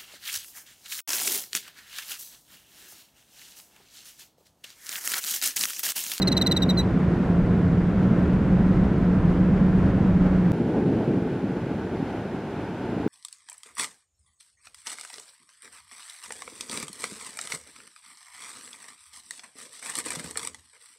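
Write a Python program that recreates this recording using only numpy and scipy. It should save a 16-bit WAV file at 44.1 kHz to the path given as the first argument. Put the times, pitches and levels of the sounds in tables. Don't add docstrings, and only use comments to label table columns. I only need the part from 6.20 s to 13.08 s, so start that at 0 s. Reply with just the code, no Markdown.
import sys
import numpy as np
from scipy import signal
from scipy.fft import rfft, irfft, next_fast_len
from scipy.io import wavfile

SR = 44100
rng = np.random.default_rng(int(sys.argv[2]) if len(sys.argv) > 2 else 0)


def generate_wav(sig):
    pcm = np.round(np.clip(np.atleast_2d(sig).T, -1, 1) * 32767).astype(np.int16)
    wavfile.write(sys.argv[1], SR, pcm)


N = 303408
T = np.arange(N) / SR
CUT_S = 4.319

# t/s, length/s, level/dB, f/Hz before the fall, roughness (0 to 1)
TRILL_NOTES = [(0.0174, 0.02, -19, 2037, 0.7), (.072, 0.022, -18, 2087, .7), (0.1164, .021, -20, 2044, 0.6),
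               (.167, 0.021, -17.5, 2034, 0.7), (.2125, .02, -17.5, 2000, 0.5),
               (.263, 0.021, -17.5, 2030, .6), (.312, 0.022, -17, 2010, 0.66),
               (0.364, 0.02, -18.5, 1987, .27), (.4198, .025, -20.5, 1975, 0.3),
               (0.4903, 0.029, -21.5, 1997, .36), (0.572, 0.046, -21.5, 2040, 0.2)]
# share of its length, level/dB
BREATH = [(0, -1), (.08, 3.3), (.4, 2), (.65, 1), (.82, -4), (1, -8)]
# multiple of the pitch, level/dB, steepness of swell, peak timing (1 = mid-note)
VOICE_PARTIALS = [(1, -18, 1, .9), (2, -1, .16, 1), (3, -14, 1.3, 1.1), (4, -19.5, .4, .9),
                  (5, -26, .8, 1.1), (6, -26, .4, .65), (7, -19, .55, .85)]
# f/Hz, level/dB
RASP_SPECTRUM = [(1500, -19), (2850, 16), (3500, 2), (4900, 10), (6800, -9), (7700, 5), (8600, -4),
                 (9400, 3), (10900, -8), (12300, 2), (12900, -3), (13900, 11), (14900, -6)]
# f/Hz, level/dB
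BILL_RING = [(11000, 0), (12000, -1.5), (13000, -5), (13900, 4.5), (14400, 1), (14900, -7)]
# f/Hz, phase/rad
LEFT_LAG = [(0, 0), (4000, .85), (6000, 1.4), (8000, 1.78), (9500, 2.35), (15000, 2.5)]
# delay/s, level/dB
NEAR_ECHOES = [(.0045, -31), (.0095, -24), (.016, -26.5), (0.035, -32)]

# f/Hz, level/dB
TRAFFIC_SPECTRUM = [(120, -18.5), (235, -2.5), (280, 0), (420, -7.5), (570, -12.5), (880, -19),
                    (1050, -19.5), (1190, -23.5), (1360, -20.5), (2120, -29.5), (2480, -33.5), (4200, -45),
                    (7000, -54), (11000, -62), (15000, -73)]
# f/Hz, level/dB of what differs between the sides against what they share
NEST_SPREAD = [(30, -24), (100, -27), (200, -25), (400, -22), (700, -19), (1300, -15.5), (2400, -10.5),
               (4400, -5.5), (9000, -5), (14000, -2)]
# f/Hz, level/dB
NEST_LEFT_BIAS = [(110, -0.5), (200, -0.5), (380, -1), (700, -1.5), (1300, 0.5), (2400, 1.5), (6000, 0)]
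# f/Hz, level/dB
BREEZE_SPECTRUM = [(22, -17.5), (40, -11.5), (72, 0.5), (100, -0.5), (140, 1), (210, 1), (260, -14.5),
                   (400, -59.5)]
# t/s, level/dB
BREEZE_LEVEL = [(0, -27), (.45, -27), (.7, -22), (.95, -27.5), (1.35, -22.5), (1.7, -24), (2.1, -23),
                (2.45, -21), (2.9, -24), (3.3, -23), (3.65, -22), (4.3, -25)]
# f/Hz, level/dB
DEEP_WIND_SPECTRUM = [(14, -12), (28, 0), (55, 0), (85, -5)]
# t/s, level/dB
DEEP_WIND_LEVEL = [(0, -44), (.7, -47), (1.2, -34), (1.8, -35), (2.4, -32), (3.8, -31), (4.3, -33.5)]
# t/s, f/Hz, level/dB
LOW_HUM = [(0.0, 189.9, -25.5), (0.91, 177.9, -25), (1.03, 184.5, -22.5), (1.18, 174, -23),
           (1.39, 180.9, -23.5), (1.56, 173.7, -26), (1.81, 187.4, -24.5), (1.96, 175, -23.5),
           (2.2, 186.6, -25.5), (2.38, 178.5, -21), (2.57, 186, -22), (2.77, 176.7, -22),
           (2.96, 187.3, -24.5), (3.09, 174.3, -23.5), (3.3, 184.3, -20.5), (3.81, 189.4, -23),
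           (4.05, 179.6, -18.5), (4.3, 186.5, -23)]
# f/Hz, level/dB
DUCT_SPECTRUM = [(135, -13), (155, 2.5), (168, 6.5), (180, 6.5), (195, 1.5), (206, -9.5), (230, -17)]
# t/s, level/dB
DUCT_LEVEL = [(0, -30.5), (1.2, -22), (2, -24), (3.4, -23), (4.3, -25)]

# f/Hz, level/dB
FAR_SPECTRUM = [(20, -31), (60, -5.5), (130, 0), (370, 1.5), (520, -5.5), (700, -5.5), (880, -5.5),
                (1000, -12), (1240, -16), (1500, -11), (1720, -17.5), (2500, -21.5), (4000, -31.5),
                (7000, -42), (11000, -49), (15000, -59)]
# t/s, level/dB
FAR_LEVEL = [(4.3, -34), (5.6, -34), (6.4, -33.5), (6.9, -33)]
# f/Hz, level/dB
OPEN_SPREAD = [(170, -64), (270, -54), (450, -28.5), (1200, -31.5), (2400, -13.5), (4400, -6), (8000, -0.5),
               (14000, 3)]
# t/s, level/dB, speed of easing/(dB per s)
GUST_PEAKS = [(4.41, -25, 29), (4.57, -22, 40), (4.7, -22, 21), (4.79, -23.5, 27), (4.92, -23, 34),
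              (5.06, -24.5, 37), (5.3, -26.5, 49), (5.49, -26.5, 29), (5.66, -29.5, 22), (5.82, -30.5, 110),
              (6.02, -31.5, 12), (6.41, -32.5, 22), (6.75, -29, 22)]
# f/Hz, level/dB
GUST_BODY_SPECTRUM = [(20, -42), (60, -13.5), (110, -3), (200, 1), (380, -4), (600, -17.5), (1300, -53),
                      (4000, -62)]
# f/Hz, level/dB
GUST_TOP_SPECTRUM = [(200, -1), (330, 3.5), (470, 9.5), (560, -20), (740, -11.5), (1000, -30), (1500, -19)]
# t/s, level/dB
EDDIES = [(4.408, -15), (4.597, -17), (4.681, -19), (4.782, -14.5), (4.91, -11.5), (4.977, -15),
          (5.244, -15.5), (5.296, -16.5), (5.322, -18), (5.802, -17.5), (5.828, -14), (6.768, -15.5),
          (6.865, -9.5)]
# t/s, level/dB
WHOOSH_PEAKS = [(4.565, -33), (4.82, -33.5), (6.77, -38)]
# f/Hz, level/dB
WHOOSH_SPECTRUM = [(300, -7), (450, -5), (700, 3), (900, -6.5), (1400, -21)]


def amp(db):
    return 10 ** (np.asarray(db) / 20)


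def unit(x):
    return x / np.sqrt(np.mean(x ** 2) + 1e-20)


def along(rows, at):
    return np.interp(at, *np.transpose(rows))


def colour(x, spectrum):
    hz, db = np.transpose(spectrum)
    size = x.shape[-1]
    bins = np.fft.rfftfreq(size, 1 / SR)
    gain_db = np.interp(np.log(bins + 1), np.log(hz + 1), db)
    return irfft(rfft(x) * amp(gain_db), size)


def closed(spectrum):
    (low_hz, low_db), (top_hz, top_db) = spectrum[0], spectrum[-1]
    return [(low_hz / 2, low_db - 70), *spectrum, (top_hz * 2, top_db - 70)]


def wander(size, rate_hz):
    padded = next_fast_len(size)
    hz = np.arange(0, 2 * rate_hz, SR / padded)
    real, imaginary = rng.standard_normal((len(hz), 2)).T
    spectrum = (real + 1j * imaginary) * np.exp(-(hz / rate_hz) ** 2)
    return unit(irfft(spectrum, padded)[:size])


def air(spectrum, spread, flutter_db, flutter_hz):
    shared, difference = colour(rng.standard_normal((2, N)), closed(spectrum))
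    difference = colour(difference, spread)
    flutter = unit(amp(flutter_db * wander(N, flutter_hz)))
    return np.array([shared + difference, shared - difference]) / np.std(shared) * flutter


def note_pitch(t, length, upper_hz):
    stretch = length / 0.018
    fall_s = 0.013 * stretch ** 0.54
    fall_depth = 0.083 / stretch ** 0.65
    s_curve = 1 - np.exp(-(t / fall_s) ** 3.9)
    upturn_hz = 15000 * np.maximum(t - 0.786 * length, 0)
    flick = 1 + 0.085 * np.exp(-t / 0.0008)
    return (upper_hz * (1 - fall_depth * s_curve) + upturn_hz) * flick


def bird_note(length, level_db, upper_hz, roughness, attack_s=0.0012, release_s=0.0033):
    t = np.arange(0, length, 1 / SR)
    progress, size = t / length, len(t)
    catch = roughness * np.exp(-((t - .79 * length) / .0013) ** 2)
    hz = note_pitch(t, length, upper_hz) * (1 - .055 * catch)
    harshness = roughness * np.sin(np.pi * progress)
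    jitter = (0.0027 + 0.01 * harshness) * wander(size, 1100)
    phase = 2 * np.pi * np.cumsum(hz * (1 + jitter)) / SR
    rasp = amp(-16.5) * harshness * unit(colour(rng.standard_normal(size), closed(RASP_SPECTRUM)))
    tones = np.zeros(size)
    tilt_db = .16 * (level_db + 15.5)
    for multiple, db, steepness, timing in VOICE_PARTIALS:
        swell = np.sin(np.pi * progress ** timing).clip(1e-6) ** steepness
        shimmer_db = (.3 if multiple == 2 else 1.8) * wander(size, 220)
        gain = amp(db + tilt_db * max(multiple - 2, 0) + shimmer_db) * swell
        tones += gain * np.cos(multiple * phase + 2 * np.pi * rng.random())
    growl = 1 + 0.1 * harshness * np.cos(phase / 2)
    ramp = np.clip(np.minimum(t / attack_s, (length - t) / release_s), 0, 1)
    soft_edges = np.sin(np.pi / 2 * ramp) ** 2
    loudness = np.sqrt(2) * amp(level_db + along(BREATH, progress) - 4 * catch)
    return loudness * soft_edges * growl * (tones + rasp)


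def killdeer():
    trill = np.zeros(N)
    for start_s, *shape in TRILL_NOTES:
        note = bird_note(*shape)
        start = round(start_s * SR)
        trill[start:start + len(note)] += note
    trill = colour(trill, BILL_RING)
    lag = along(LEFT_LAG, np.fft.rfftfreq(N, 1 / SR))
    delayed = irfft(rfft(trill) * np.exp(-1j * lag), N)
    return np.array([amp(-6) * delayed, amp(-5) * trill])


def roof_echoes(x, tail_db=-30, decay_s=.45):
    t = T[:SR // 2]
    echoes = rng.standard_normal((2, len(t))) * amp(-60 * t / decay_s)
    echoes *= amp(tail_db) / np.linalg.norm(echoes[0])
    for delay_s, db in NEAR_ECHOES:
        echoes[:, round(delay_s * SR)] += amp(db)
    return x + signal.fftconvolve(x, echoes, axes=1)[:, :N]


def traffic():
    return amp(-27) * air(TRAFFIC_SPECTRUM, NEST_SPREAD, flutter_db=0.5, flutter_hz=10)


def breeze():
    rumble = air(BREEZE_SPECTRUM, NEST_SPREAD, flutter_db=1, flutter_hz=16)
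    deep = air(DEEP_WIND_SPECTRUM, NEST_SPREAD, flutter_db=1, flutter_hz=8)
    return amp(along(BREEZE_LEVEL, T)) * rumble + amp(along(DEEP_WIND_LEVEL, T)) * deep


def fan(hum_trim_db=-1, duct_trim_db=-5, shaft_hz=12.5, throb_depth=.28):
    times, hz, db = np.transpose(LOW_HUM)
    hum_hz = np.interp(T, times, hz) * (1 + .009 * wander(N, rate_hz=6))
    hum_phase = 2 * np.pi * np.cumsum(hum_hz) / SR
    shaft_phase = 2 * np.pi * np.cumsum(shaft_hz * (1 + .2 * wander(N, rate_hz=2.44))) / SR
    hum = unit(np.sin(hum_phase) * (1 + throb_depth * np.sin(shaft_phase)))
    hum *= amp(hum_trim_db + np.interp(T, times, db))
    duct = air(DUCT_SPECTRUM, NEST_SPREAD, flutter_db=0.3, flutter_hz=7)
    return hum + amp(duct_trim_db + along(DUCT_LEVEL, T)) * duct


def nest_background():
    left, right = traffic() + breeze() + fan()
    left_tilt = [(hz, db / 2) for hz, db in NEST_LEFT_BIAS]
    right_tilt = [(hz, -db) for hz, db in left_tilt]
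    return np.array([colour(left, left_tilt), colour(right, right_tilt)])


def cut_click(level_db=-21.5, rise_s=.0015):
    return -amp(level_db) * np.exp(-abs(T - CUT_S) / rise_s) * (T < CUT_S)


def far_rush():
    level_db = along(FAR_LEVEL, T) + .45 * wander(N, rate_hz=3)
    return amp(level_db) * air(FAR_SPECTRUM, OPEN_SPREAD, flutter_db=0.5, flutter_hz=9.3)


def gusts(rise_db_per_s=39):
    each_db = [db - rise_db_per_s * np.maximum(peak_s - T, 0) - easing * np.maximum(T - peak_s, 0)
               for peak_s, db, easing in GUST_PEAKS]
    body_db = np.max(each_db, axis=0)
    top_db = -30.5 + 2 * (body_db + 23)
    body = amp(body_db) * air(GUST_BODY_SPECTRUM, OPEN_SPREAD, flutter_db=2.2, flutter_hz=60)
    top = amp(top_db) * air(GUST_TOP_SPECTRUM, OPEN_SPREAD, flutter_db=1, flutter_hz=40)
    return body + top


def eddy_thumps(width_cycles=.5):
    thumps = np.zeros(N)
    for hit_s, db in EDDIES:
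        near = abs(T - hit_s) < .02
        hz = 225 + 14 * (db + 15)
        cycles = (T[near] - hit_s) * hz
        swell = amp(db) * np.exp(-.5 * (cycles / width_cycles) ** 2)
        thumps[near] -= swell * np.sin(2 * np.pi * cycles)
    return thumps


def whooshes(width_s=0.026):
    swell = sum(amp(db) * np.exp(-.5 * ((T - peak_s) / width_s) ** 2) for peak_s, db in WHOOSH_PEAKS)
    return swell * air(WHOOSH_SPECTRUM, OPEN_SPREAD, flutter_db=0, flutter_hz=50)


def scene():
    nest = roof_echoes(killdeer()) + nest_background()
    second_spot = far_rush() + gusts() + eddy_thumps() + whooshes()
    fade_out = np.clip((CUT_S - T) / .001, 0, 1)
    fade_in = np.clip((T - CUT_S) / 0.013, 0, 1) ** 1.38
    return nest * fade_out + cut_click() + second_spot * fade_in


def record(dry, cutoff_hz=15700):
    low_pass = signal.firwin(511, cutoff_hz, window=("kaiser", 9), fs=SR)
    return signal.oaconvolve(dry, low_pass[None], "same")


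dry = scene()
out = record(dry)
generate_wav(out)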